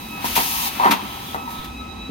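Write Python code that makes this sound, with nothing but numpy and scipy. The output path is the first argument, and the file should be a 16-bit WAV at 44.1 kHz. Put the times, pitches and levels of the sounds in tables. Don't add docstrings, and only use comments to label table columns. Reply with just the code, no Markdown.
import sys
import numpy as np
from scipy import signal
from scipy.fft import rfft, irfft
from scipy.io import wavfile

SR = 44100
rng = np.random.default_rng(int(sys.argv[2]) if len(sys.argv) > 2 else 0)


def generate_wav(sig):
    pcm = np.round(np.clip(np.atleast_2d(sig).T, -1, 1) * 32767).astype(np.int16)
    wavfile.write(sys.argv[1], SR, pcm)


N = 92610
TIME_S = np.arange(N) / SR
FREQ_HZ = np.maximum(np.arange(N // 2 + 1) * SR / N, 1)
FRAME_LAG_S = .00032


def from_db(db):
    return 10 ** (np.asarray(db) / 20)

def over_time(rows):
    return np.interp(TIME_S, *np.transpose(rows))

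def over_pitch(rows):
    hz, value = np.transpose(rows)
    return np.interp(np.log(FREQ_HZ), np.log(hz), value)

def unit_level(x):
    return x / np.sqrt(np.mean(x ** 2) + 1e-20)

def drift(rate_hz):
    smoothing = (1 + (FREQ_HZ / rate_hz) ** 2) ** 2
    return unit_level(irfft(rfft(rng.standard_normal(N)) / smoothing, N))

def place(x, pan_db=0, lag_s=0):
    left, right = x * np.ones((2, 1))
    late_right = np.interp(TIME_S - lag_s, TIME_S, right)
    return np.array([left * from_db(pan_db / 2), late_right * from_db(-pan_db / 2)])

# pitch_hz, likeness (0 to 1)
EAR_LIKENESS = [(60, 1), (250, 0.9), (600, 0), (1200, 0), (2500, 0.36), (5000, 0.3), (14000, 0.12)]

def noise(spectrum, tilt_db=0, direct=0):
    alike = np.clip(direct + (1 - direct) * over_pitch(EAR_LIKENESS), 0, 1)
    shared, opposite = rfft(rng.standard_normal((2, N)))
    ears = np.sqrt(1 + alike) * shared + np.sqrt(1 - alike) * opposite * [[1], [-1]]
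    colour = from_db(over_pitch(spectrum) + tilt_db * np.log2(FREQ_HZ))
    return unit_level(irfft(colour * ears, N))

# pitch_hz, relative_db
HALL_COLOUR = [(20, -36), (60, -8.5), (100, -6), (130, -4), (170, -3.5), (240, 3), (300, -3), (420, -10.5),
               (650, -16.5), (800, -9), (1100, -17), (1600, -31), (2800, -38), (4000, -65), (5500, -26.5),
               (9000, -35), (16000, -59)]
# time_s, level_db
RUMBLE_LEVELS = [(0, -44), (.2, -54), (.33, -37), (.42, -43), (.5, -39.5), (.71, -54), (.83, -45),
                 (1.02, -56), (1.12, -39.5), (1.22, -44.5), (1.35, -41), (1.6, -47.5), (1.7, -40),
                 (1.77, -37), (1.85, -41), (2.1, -44.5)]
# pitch_hz, relative_db
RUMBLE_COLOUR = [(10, -40), (24, -20), (35, -10), (50, 0.5), (61, 6), (75, 4), (100, -6), (130, -7),
                 (220, -38.5)]

def hall():
    background = from_db(-37.5) * place(noise(HALL_COLOUR), pan_db=-0.5, lag_s=.00008)
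    rumble = from_db(over_time(RUMBLE_LEVELS)) * noise(RUMBLE_COLOUR, direct=0.28)
    return background + rumble

def wavering_tone(hz, left_db, right_db):
    rate_hz = 4 * np.mean(hz) / 1000
    pitch_hz = hz * (1 + .0005 * drift(rate_hz))
    phase = 2 * np.pi * np.cumsum(pitch_hz) / SR
    ears = [from_db(db + 1.2 * drift(rate_hz)) * np.sin(phase + .45 * drift(rate_hz))
            for db in (left_db, right_db)]
    return np.sqrt(2) * np.array(ears)

# time_s, pitch_hz
DRIVE_PITCH = [(0, 1299), (.2, 1285), (.9, 1297), (1.3, 1301), (1.6, 1289), (1.8, 1290), (1.95, 1289),
               (2.1, 1307)]
# time_s, left_db, right_db
WHINE_LEVELS = [
    [(0, -59, -54), (.06, -56, -52.5), (.16, -38, -45), (.21, -56, -44), (.3, -40, -55), (.6, -50.5, -40.5),
     (.72, -47, -65), (1.1, -49, -43.5), (1.27, -59, -43), (1.55, -74, -37.5), (1.73, -64, -40),
     (1.77, -49, -64), (1.82, -33.5, -65), (1.89, -44.5, -47), (1.94, -48, -39.5), (2, -48, -46),
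     (2.1, -44, -56)],
    [(0, -55, -44), (.08, -47, -47), (.135, -39, -36), (.21, -44, -38.5), (.25, -44, -45), (.9, -46, -44.5),
     (1.34, -62, -59), (1.385, -41.5, -38), (1.44, -48, -43), (1.5, -74, -60), (1.69, -48, -61),
     (1.77, -41.5, -42), (1.83, -53, -47), (1.865, -44, -40), (1.95, -49, -53), (2.03, -38.5, -50),
     (2.1, -48, -49)],
    [(0, -57, -43.5), (.13, -54, -46), (1.05, -50, -48), (1.3, -61, -45), (1.45, -48, -53),
     (1.52, -44, -52), (1.73, -54, -56), (1.81, -39.5, -37.5), (1.85, -71, -56), (1.915, -50, -35),
     (1.95, -67, -46.5), (2.02, -35, -35.5), (2.04, -48, -43), (2.06, -37, -34), (2.1, -58, -51)],
]
# pitch_hz, level_db
MOTOR_TONES = [(243, -59.5), (781, -57.5), (2465, -53.5), (3914, -56.5), (4931, -61.5), (6433, -67)]

def motors():
    whine = 0
    for multiple, levels in enumerate(WHINE_LEVELS, 1):
        left_db, right_db = (over_time(np.array(levels)[:, [0, ear]]) for ear in (1, 2))
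        whine += wavering_tone(multiple * over_time(DRIVE_PITCH), left_db, right_db)
    others = sum(wavering_tone(hz, db, db) for hz, db in MOTOR_TONES)
    return place(whine, lag_s=.00004) + others

# time_s, level_db
ROLLER_LEVELS = [(0, -39), (.09, -44), (.2, -34.5), (.34, -46), (.41, -33.5), (.52, -31.5), (.68, -30),
                 (.74, -47), (.86, -11), (.96, -33.5), (1.05, -35), (1.31, -41), (1.4, -35.5), (1.6, -38),
                 (1.72, -46)]
# pitch_hz, relative_db
ROLLER_COLOUR = [(400, -28), (680, -12), (790, 10), (860, 2), (950, 11.5), (1080, 4), (1250, 5.5),
                 (1600, -31.5)]

def rollers():
    drone = place(noise(ROLLER_COLOUR, direct=1.0), pan_db=1.5, lag_s=FRAME_LAG_S)
    return from_db(over_time(ROLLER_LEVELS)) * drone

# time_s, level_db
SWISH_LEVELS = [(0, -43.5), (.14, -43.5), (.27, -32), (.33, -35), (.40, -27.5), (.48, -44), (.67, -36.5),
                (.76, -33.5), (.87, -27), (.97, -33), (1.05, -37.5), (1.33, -41.5), (1.42, -46.5),
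                (1.6, -40.5), (1.74, -46.5)]
# pitch_hz, relative_db
SWISH_COLOUR = [(300, -24), (600, 5), (1200, 7), (1600, 4), (2200, 6.5), (3500, 3.5), (4400, -0.5),
                (6000, -18), (12000, -39.5)]

def paper_swish():
    return from_db(over_time(SWISH_LEVELS)) * noise(SWISH_COLOUR)

# time_s, level_db
JET_LEVELS = [(0, -40), (.19, -40.5), (.24, -32.5), (.255, -22.5), (.30, -26.5), (.35, -26), (.365, -19),
              (.48, -23), (.68, -22.5), (.705, -32), (.90, -34), (.98, -39.5), (1.35, -38), (1.38, -44.5),
              (1.47, -44.5), (1.53, -39), (1.66, -47.5), (1.71, -51), (1.85, -57)]
# pitch_hz, relative_db
JET_COLOUR = [(800, -49), (1600, 0.5), (2700, 8), (4000, 5.5), (5200, 5), (6300, 4.5), (8000, -2),
              (9300, 5.5), (10500, 1.5), (11800, 6), (14200, 8.5), (15800, 3)]

def air_jet():
    hiss = from_db(over_time(JET_LEVELS)) * noise(JET_COLOUR, direct=0.083)
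    return place(hiss, pan_db=2.5, lag_s=12 / SR)

def hit(start_s, chatter_s, chatter_db):
    fade = (TIME_S >= start_s) * np.exp(-np.abs(TIME_S - start_s) / chatter_s)
    chatter = unit_level(rng.standard_normal(N) * fade)
    force = from_db(chatter_db) * chatter / np.sqrt(N)
    force[min(int(start_s * SR), N - 1)] += 1
    return force

def ring(force, notes):
    sound = 0
    for hz, db, ring_s in notes:
        decay, angle = from_db(-60 / (ring_s * SR)), 2 * np.pi * hz / SR
        feedback = [1, -2 * decay * np.cos(angle), decay * decay]
        sound += from_db(db) * signal.lfilter([0, np.sin(angle)], feedback, force + 1e-18)
    return sound

def favour(notes, favoured_hz, boost_db=9, width_octaves=.25):
    return [(hz, db + boost_db * np.exp(-(np.log2(hz / favoured_hz) / width_octaves) ** 2), ring_s)
            for hz, db, ring_s in notes]

def low_cut(x, hz):
    return signal.sosfilt(signal.butter(5, hz, "high", fs=SR, output="sos"), x)

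# start_s, relative_db, favoured_hz, bass_gain_db
ROLL_HITS = [(0.2434, -31.5, 233, 2), (0.376, -29, 190, -7), (.391, -30.5, 202, 6), (.799, -39, 350, -15),
             (.855, -23.5, 332, -23), (0.896, -23.5, 259, -24), (0.923, -28, 243, -23),
             (1.025, -37, 245, -16), (1.346, -36.5, 280, -11), (2.092, -33, 232, -8)]
# pitch_hz, relative_db, ring_s
TABLE_NOTES = [(214, -8.5, 0.073), (223, -9, 0.087), (249.3, -6.5, 0.11), (282, -4, 0.099),
               (376.5, 0, 0.13)]
# pitch_hz, relative_db, ring_s
BASE_NOTES = [(90, -6, .05)]

def roll_thumps():
    table, base = 0, 0
    for start_s, db, favoured_hz, bass_db in ROLL_HITS:
        force = from_db(db - 2) * hit(start_s, chatter_s=0.018, chatter_db=-2)
        table += ring(force, favour(TABLE_NOTES, favoured_hz))
        base += from_db(bass_db) * ring(force, BASE_NOTES)
    return place(low_cut(table, hz=152) + low_cut(base, hz=26), pan_db=-0.5, lag_s=0.00034)

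# start_s, relative_db, chatter_s, favoured_hz
ARM_HITS = [(.2435, -25.5, 0.0058, 1110), (.364, -24, 0.0038, 870), (.376, -17.5, 0.0034, 700),
            (.388, -20, 0.012, 560), (.400, -29, .006, 470), (0.798, -22, 0.0045, 1070),
            (.807, -20.5, 0.0027, 750), (.835, -18.5, 0.0067, 1000), (.8455, -12, 0.0022, 890),
            (.853, -17.5, 0.0031, 1080), (.860, -17.5, 0.0035, 940), (.873, -17.5, 0.0054, 1260),
            (.881, -21.5, 0.0014, 900), (.912, -20, 0.013, 810), (.922, -22, 0.0066, 800),
            (0.937, -22.5, .003, 960), (1.3456, -20, .002, 710), (1.360, -29.5, 0.0025, 710),
            (1.476, -33.5, 0.0055, 940)]
# pitch_hz, relative_db, ring_s
FRAME_NOTES = [(470, -11, 0.14), (540, -21, 0.054), (677, -26.5, 0.27), (787, -14, 0.23),
               (830, -19.5, 0.11), (934, 0.5, 0.057), (960, -10.5, 0.04), (999, -11, 0.045),
               (1005, -5, 0.042), (1108, -10, 0.053), (1300, -11, 0.073), (1322, -15, 0.07),
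               (1805, -9, 0.094), (1958, -11.5, 0.08)]

def arm_clatter():
    steel = 0
    for start_s, db, chatter_s, favoured_hz in ARM_HITS:
        force = hit(start_s, chatter_s, chatter_db=1)
        steel += from_db(db - 4) * ring(force, favour(FRAME_NOTES, favoured_hz))
    return place(low_cut(steel, hz=540), pan_db=2.5, lag_s=FRAME_LAG_S)

def echoes(x, level_db=-6, delay_s=.008, ring_s=0.22):
    fade = (TIME_S > delay_s) * np.exp(-np.log(1000) * TIME_S / ring_s)
    tail = unit_level(rng.standard_normal((2, N)) * fade) / np.sqrt(N)
    return from_db(level_db) * signal.fftconvolve(x, tail, axes=1)[:, :N]

# start_s, level_db, hold_s, tilt_db_per_octave
VALVE_PUFFS = [(0.352, -18, 0.02, 2), (0.906, -14.5, 0.014, -1), (1.501, -37, 0.0082, 3.5),
               (1.589, -34, 0.0059, -7), (1.641, -34, 0.0062, 0.5)]
# pitch_hz, relative_db
PUFF_COLOUR = [(200, -33), (500, -12), (1200, 6), (1650, -1), (2600, 2.5), (3700, 2), (4900, -6),
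               (6000, -6), (8000, -10), (10000, -10.5), (13000, -1), (16000, -16.5)]
# pitch_hz, relative_db, ring_s
PIPE_NOTES = [(2547, -51, 0.19), (2740, -42, 0.11), (3840, -51.5, 0.16), (6400, -35, 0.025)]

def valve_puffs(opening_s=0.005, fall_db_per_s=526):
    puffs = 0
    for start_s, db, hold_s, tilt_db in VALVE_PUFFS:
        opening = np.clip((TIME_S - start_s) / opening_s, 0, 1)
        fall_db = fall_db_per_s * np.maximum(TIME_S - start_s - hold_s, 0)
        puffs += opening * from_db(db - fall_db) * noise(PUFF_COLOUR, tilt_db)
    return place(puffs + ring(puffs, PIPE_NOTES), pan_db=1.0)

# peak_s, level_db, half_length_s, pitch_hz
PAPER_RASPS = [(.65, -33, 0.064, 3750), (1.12, -42, 0.26, 3200), (1.296, -40, 0.1, 3360),
               (1.61, -41.5, 0.12, 3570)]

def paper_rasps(edge_octaves=0.4, edge_db=-26, roughness_db=2.5):
    rasps = 0
    for peak_s, db, half_length_s, hz in PAPER_RASPS:
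        band = [(hz / 2 ** edge_octaves, edge_db), (hz, 0), (hz * 2 ** edge_octaves, edge_db)]
        swell = np.exp(-2 * ((TIME_S - peak_s) / half_length_s) ** 2)
        rasps += swell * from_db(db + roughness_db * drift(rate_hz=100)) * noise(band)
    return rasps

def scene():
    running = hall() + motors() + rollers() + paper_swish() + air_jet()
    hits = roll_thumps() + arm_clatter()
    return running + hits + echoes(hits) + valve_puffs() + paper_rasps()

def record(dry, dip_hz=7380, cutoff_hz=16000):
    rounded = np.tanh(dry)
    dipped = signal.lfilter(*signal.iirnotch(dip_hz, Q=26.5, fs=SR), rounded)
    return signal.sosfilt(signal.ellip(12, .1, 80, cutoff_hz, fs=SR, output="sos"), dipped)


dry = scene()
out = record(dry)
generate_wav(out)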